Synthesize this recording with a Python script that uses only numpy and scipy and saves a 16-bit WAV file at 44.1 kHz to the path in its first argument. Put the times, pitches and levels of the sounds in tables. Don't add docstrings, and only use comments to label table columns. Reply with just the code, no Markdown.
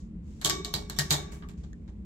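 import sys
import numpy as np
from scipy import signal
from scipy.fft import rfft, irfft, next_fast_len
from scipy.io import wavfile

SR = 44100
rng = np.random.default_rng(int(sys.argv[2]) if len(sys.argv) > 2 else 0)


def to_wav(sig):
    pcm = np.clip(np.atleast_2d(sig), -1, 1) * 32767
    pcm = np.round(pcm).astype(np.int16)
    wavfile.write(sys.argv[1], SR, pcm.T)


N = 90404
T = np.arange(N) / SR
FREQS = np.maximum(np.fft.rfftfreq(2 * next_fast_len(N), 1 / SR), 1)
PAN = np.array([[.5], [-.5]])
CRACK_DECAY_S = 0.0013


def undb(db):
    return 10 ** (np.asarray(db) / 20)


def curve(points, hz):
    points = np.array(points, float)
    return np.interp(np.log(hz), np.log(points[:, 0]), points[:, 1])


def glide(values, position):
    return np.interp(position, np.arange(len(values)), values)


def colour(x, gain_db):
    half = len(FREQS) - 1
    cepstrum = irfft(np.log(undb(gain_db)))
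    cepstrum[..., 1:half] *= 2
    cepstrum[..., half + 1:] = 0
    return irfft(rfft(x, 2 * half) * np.exp(rfft(cepstrum)))[..., :N]


def tone(low_db, mids_db, bright_db, top_db):
    return curve([(800, low_db), (1700, mids_db), (4000, 0), (7000, bright_db), (11000, top_db)], FREQS)


def resonance(hz, peak_db, half_width_oct):
    return peak_db / (1 + (np.log2(FREQS / hz) / half_width_oct) ** 2)


def noise():
    return rng.standard_normal((2, N))


def fade(t60_s):
    return np.exp(-np.log(1000) * T / t60_s)


def add(out, x, start_s):
    i = int(max(start_s, 0) * SR)
    out[..., i:] += x[..., :N - i]


def wash(decays, bands=10, build_cycles=2.3):
    centres, spectrum = np.geomspace(150, 15000, bands), rfft(noise())
    log_hz = np.log(np.maximum(np.fft.rfftfreq(N, 1 / SR), 1))
    out = np.zeros((2, N))
    for hz, weights in zip(centres, np.eye(bands)):
        band = irfft(spectrum * np.interp(log_hz, np.log(centres), weights), N)
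        out += band * fade(curve(decays, hz)) * (1 - np.exp(-T * hz / build_cycles))
    return out


def ring(modes, scatter_db=3, detune_hz=3.61, waver_depth=0.37, waver_hz=60.55, unrelated_hz=1540):
    out, t = np.zeros((2, N)), T[:SR]
    for hz, level_db, t60_s in modes:
        turns = rng.random() + min(hz / unrelated_hz, 1) * rng.random((2, 1))
        size = undb(level_db + scatter_db * rng.standard_normal((2, 1))) * np.exp(2j * np.pi * turns)
        pitch_hz = hz + detune_hz * rng.uniform(-1.09, 1)
        steps = rng.standard_normal((200, 2)) @ np.array([1, 1j])
        waver = (1 + waver_depth * glide(steps, t * waver_hz)) / np.hypot(1, waver_depth)
        out[:, :SR] += (size * waver * np.exp((2j * np.pi * pitch_hz - np.log(1000) / t60_s) * t)).imag
    return out


# freq_hz, relative_db
AIR_COLOUR = [(12, -43.5), (20, -16.5), (59, 1.5), (84, -2.5), (108, -17.5), (151, -7), (217, -6),
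              (278, -21.5), (310, -13), (337, -23), (421, -27.5), (733, -45), (914, -45.5), (1510, -52.5),
              (2160, -52.5), (4950, -66.5), (6010, -70), (7510, -64.5), (15000, -88)]
# freq_hz, side_minus_mid_db
AIR_WIDTH = [(30, -18), (150, -18), (300, -10.5), (600, -1), (4000, 2.5)]
# pitch_hz, level_db
HUM_LINES = [(54, -54), (76, -54.5), (178, -56.5)]
def ventilation(air_db=-41.5, waver_depth=0.71, waver_hz=5.7):
    mid, side = colour(noise(), curve(AIR_COLOUR, FREQS))
    side = colour(side, curve(AIR_WIDTH, FREQS))
    air = np.array([mid + side, mid - side]) * undb(air_db) / mid.std()
    for hz, level_db in HUM_LINES:
        real, imag = rng.standard_normal((2, 100))
        waver = 1 + waver_depth * glide(real + 1j * imag, T * waver_hz)
        air += undb(level_db) * np.sqrt(2) * (waver * np.exp(2j * np.pi * hz * T)).imag
    return air


# freq_hz, t60_s
ROOM_DECAY = [(200, 0.34), (1200, 0.93), (4000, 0.32), (7500, 0.47), (10000, 0.12), (15000, .21)]
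# freq_hz, gain_db
ROOM_TONE = [(200, -4.5), (550, 4), (1000, -10), (2500, 0), (4000, -3), (6000, 1.5), (8000, 5),
             (13000, 2.5)]
def room_reverb(relative_db=-12.5, build_s=0.0063):
    reflections = colour(wash(ROOM_DECAY), relative_db + curve(ROOM_TONE, FREQS))
    return reflections * (1 - np.exp(-T / build_s))


def frame_flex(peak_s=.603, pitch_hz=388, level_db=-34, width_s=0.011):
    swell = np.exp(-((T - peak_s) / width_s) ** 2)
    return undb(level_db) * swell * np.sin(2 * np.pi * pitch_hz * T)


# pitch_hz, relative_db, t60_s
FRAME_MODES = [(305.5, -16, 0.38), (334.3, -22.5, 0.76), (377.3, -20, 0.76), (414.3, -25.5, 2.2),
               (606, -26, 0.34)]
def frame_ring():
    return ring(FRAME_MODES)


# pitch_hz, relative_db, t60_s
BAR_MODES = [(708, -24, .35), (1100, -22.5, .5), (1120, -21, .6), (1134, -23, .65), (1152, -24, .65),
             (2255, -23.5, .68), (2990, -25, .3), (3073, -26, .3), (3545, -20, .36), (3612, -23, .4),
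             (3715, -21, .46), (3751, -17.5, .48), (5400, -26, .48), (5470, -25, .44), (5600, -24, .42),
             (5695, -25.5, .3), (6002, -22.5, .42), (6160, -24, .2), (6320, -25, .2), (6630, -25.5, .4),
             (7512, -20, .3), (7604, -20.5, .3), (10050, -33, .24), (11400, -32, .22), (12690, -30, .24),
             (13530, -29.5, .19)]
def bar_ring(lowest=None):
    return ring(BAR_MODES[:lowest])


# pitch_hz, relative_db, t60_s
WAND_MODES = [(1540, -22, .14), (1775, -19, .16), (1868, -14.5, .19), (5045, -17, .14)]
def wand_clack(lowest=None):
    return ring(WAND_MODES[:lowest])


# pitch_hz, relative_db, t60_s
WIRE_MODES = [(3850, -14, .1), (3990, -13, .12), (4231, -15, .15), (4360, -17, .2), (4643, -14, .12),
              (4810, -17, .1)]
def wire_clink():
    return ring(WIRE_MODES)


# start_s, level_db, rise_s, decay_s, mids_db, top_db, ring_db (last three relative)
SCUFF_STROKES = [(0.0, -57, 0.0026, 0.041, -16, -7, -4), (0.215, -61.5, 0.093, 0.75, -3, 1, -5),
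                 (1.315, -46.5, 0.0072, 0.042, 2, 8, -19), (1.427, -70, 0.0095, 0.021, 7, -16, 28),
                 (1.492, -55.5, .004, 0.01, 7, -2.5, -12.5), (1.571, -60.5, 0.0063, 0.092, -1.5, -6.5, -16),
                 (1.632, -58.5, 0.008, 0.015, 4.5, -11.5, -7),
                 (1.876, -62.5, 0.0048, 0.023, 10.5, -13, -11)]
# freq_hz, gain_db
RUB_COLOUR = [(200, -4.5), (600, 7.5), (1300, 1), (2500, 0), (3800, -2.5), (5000, -2.5), (7200, 2),
              (10000, -15.5), (15000, -21.5)]
def scuffs(grain_db=1.5, grain_samples=40):
    out = np.zeros((2, N))
    for start_s, level_db, rise_s, decay_s, mids_db, top_db, ring_db in SCUFF_STROKES:
        sizes = undb(grain_db * rng.standard_normal(N // grain_samples + 1))
        grains = np.repeat(sizes, grain_samples)[:N]
        swell = np.minimum(T / rise_s, 1)
        decay = np.exp(-np.maximum(T - rise_s, 0) / decay_s)
        stroke = noise() * swell * decay * grains / np.sqrt(np.mean(grains ** 2))
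        rub = colour(stroke, curve(RUB_COLOUR, FREQS) + tone(mids_db, mids_db, 0, top_db))
        ringing = undb(ring_db) * swell * (wand_clack(lowest=3) + bar_ring(lowest=5))
        add(out, undb(level_db) * (rub + ringing), start_s)
    return out


# freq_hz, gain_db
TOOTH_COLOUR = [(600, 0), (1800, 2), (2800, -6), (4000, -3), (5300, -9), (6200, 1), (7000, 4), (7800, -5),
                (9500, -18), (15000, -19)]
def bite(start_s=1.7312, clack_db=-41.5, damp_s=.012, tick_db=-44):
    out = np.zeros((2, N))
    clack = undb(clack_db) * wand_clack(lowest=3) * np.exp(-T / damp_s)
    tick = colour(noise() * np.exp(-T / CRACK_DECAY_S), tick_db + curve(TOOTH_COLOUR, FREQS))
    add(out, clack + tick, start_s)
    return out


def door_thump(pitch_hz=145.7, relative_db=-6.5, t60_s=0.25, build_s=0.0049):
    envelope = fade(t60_s) * (1 - np.exp(-T / build_s))
    return undb(relative_db) * envelope * np.sin(2 * np.pi * pitch_hz * T)


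# freq_hz, t60_s
CAGE_DECAY = [(200, 0.57), (1500, 0.17), (5000, 0.19), (13000, 0.1)]
def cage_vibrations():
    return wash(CAGE_DECAY), wash(CAGE_DECAY)


def clatter(cage, rattle_db=3.5, rattle_step_s=.0015):
    place = 2 * np.pi * rng.random()
    rattle = glide(undb(rattle_db * rng.standard_normal(2000)), T / rattle_step_s)
    rattle /= np.sqrt(np.mean(rattle ** 2))
    return rattle * (np.cos(place) * cage[0] + np.sin(place) * cage[1])


# freq_hz, gain_db
GRID_COLOUR = [(100, -12), (300, 3), (520, -1.5), (800, 3), (1300, -2), (1800, 1.5), (2650, -3),
               (3900, 7.5), (5300, 0), (7400, 4), (8400, -4.5), (10200, -9), (13000, -7.5), (15000, -13.5),
               (16500, -29)]
def grid_response(ripple_db=2, spacing_hz=60.06):
    return curve(GRID_COLOUR, FREQS) + ripple_db * glide(rng.standard_normal(2000), FREQS / spacing_hz)


# freq_hz, gain_db
CRACK_TONE = [(300, -11.5), (900, -4.5), (2000, -1), (5000, 0.5), (7500, 0), (14000, 1.5)]
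def crack(gain_db, base_db=0.5, spread=0.91, tick_db=4.5, tick_s=.00015):
    hiss = rng.standard_normal(N) + spread * noise()
    envelope = np.exp(-T / CRACK_DECAY_S) + undb(tick_db) * np.exp(-T / tick_s)
    return colour(hiss * envelope, base_db + gain_db + curve(CRACK_TONE, FREQS))


def graze(strike_s, relative_db=-15, width_s=0.0051):
    return undb(relative_db) * noise() * np.exp(-abs(T - strike_s) / width_s)


# freq_hz, left_minus_right_db
DOOR_BALANCE = [(150, 2.5), (300, -4.5), (600, 0), (1100, 2.5), (2000, -1), (4000, -3.5), (8000, -4),
                (13000, -3)]
def door_to_microphone(sound, right_lag_s=.00026):
    left, right = colour(sound, curve(DOOR_BALANCE, FREQS) * PAN)
    return np.array([left, np.roll(right, int(right_lag_s * SR))])


# hollow_hz, hollow_db, wire_hz, wire_db
STRIKES = [(0.4144, -46.5, 8, 16.5, 5.5, 7, 13, 4, 3.5, 7, 2, 2.5, 1800, -1.5, 4000, 9),
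           (0.4472, -23.5, -3, -3.5, 4, 3.5, -1.5, 5, -21, -15, 1.5, -0.5, 1110, 5, 3170, 8.2),
           (0.456, -26, 1, 0.5, -2.5, 5.5, -8, 0, -18, -13, -16, 7.5, 600, 1, 7600, 7),
           (0.4971, -28.5, -1.5, 6, -0.5, 2, -7, 6.5, -0.5, 6.5, 8, 4, 1110, -3.5, 5950, 11),
           (0.5048, -35.5, -2, -3, 0, -8, -9.5, 2, 13, 5, 7.5, -2.5, 310, 8.5, 5050, 12.3),
           (0.6477, -34, -3.5, -7, -2, -5.5, -14, 7, -3.5, -11, 8, 1.5, 1120, 3.5, 4145, 2.7),
           (0.7396, -27.5, 3.5, -1.5, -2, 3, 1, -1, -2.5, 9, 4.5, 2, 750, -1.5, 4445, 3.9),
           (0.8985, -40, 3, 2.5, 2.5, 4, -2.5, 3, -3, -3, 5.5, 1.5, 1560, 9, 4160, 4.2),
           (0.9638, -52, -9, 3, -10.5, 2.5, -16, 18, -4.5, -15.5, -2, -8, 1800, -0.5, 6800, 4),
           (0.9880, -26, -1.5, 2, 3, 7, 9.5, 1, 9, 4, 3, 3, 1730, 7, 5250, 6.5),
           (1.1070, -21, -1, 4, -0.5, 5, 5.5, -3.5, -7, 3.5, 1.5, 1, 740, 6.5, 6720, 7.5),
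           (1.1260, -28, 2.5, -5.5, 3.5, 8, 6, 3, 3.5, -3.5, -2, 3.5, 1320, 8, 3670, 9.9),
           (1.423, -62, 12.5, 17, -18, -23, -10.5, 2, 10.5, -10, 4.5, -0.5, 1148, 14.5, 2890, 5.2),
           (1.488, -57, 6.5, 5, 1.5, 6, -8.5, -8, 4.5, -7, 4, 0.5, 2506, 11, 7380, 3.4),
           (1.636, -63.5, 13, 3, 2, -8, -1, -7, -5.5, 4, -2, 1, 1300, 9.5, 3460, 6),
           (1.878, -66.5, 14, 2.5, 1, -12.5, -2, -9, -9.5, -0.5, -0.5, 1.5, 600, 8, 3400, 3.4)]
def knocks(bars_base_db=-4, wand_base_db=1, clink_base_db=-0.5):
    out, door = np.zeros((2, N)), np.zeros(N)
    room, cage, grid_db, thump = room_reverb(), cage_vibrations(), grid_response(), door_thump()
    for (start_s, level_db, low_db, mids_db, bright_db, top_db, thump_db, ring_db, wand_db, clink_db,
         crack_db, pan_db, hollow_hz, hollow_db, wire_hz, wire_db) in STRIKES:
        contact = graze(start_s)
        add(contact, crack(crack_db) + clatter(cage) + room, start_s)
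        hollow_peak = resonance(hollow_hz, hollow_db, half_width_oct=0.2)
        wire_peak = resonance(wire_hz, wire_db, half_width_oct=0.086)
        hit = colour(contact, grid_db + hollow_peak + wire_peak + tone(low_db, mids_db, bright_db, top_db))
        ringing = undb(bars_base_db + ring_db) * (frame_ring() + bar_ring())
        clack = undb(wand_base_db + wand_db) * wand_clack()
        clink = undb(clink_base_db + clink_db) * wire_clink()
        add(hit, ringing + clack + clink, start_s)
        out += hit * undb(level_db + pan_db * PAN)
        add(door, undb(level_db + thump_db) * thump, start_s)
    return door_to_microphone(out + door)


def scene():
    return ventilation() + knocks() + frame_flex() + scuffs() + bite()


def record(dry):
    return signal.sosfilt(signal.ellip(8, .2, 70, 16000, fs=SR, output="sos"), dry)


dry = scene()
out = record(dry)
to_wav(out)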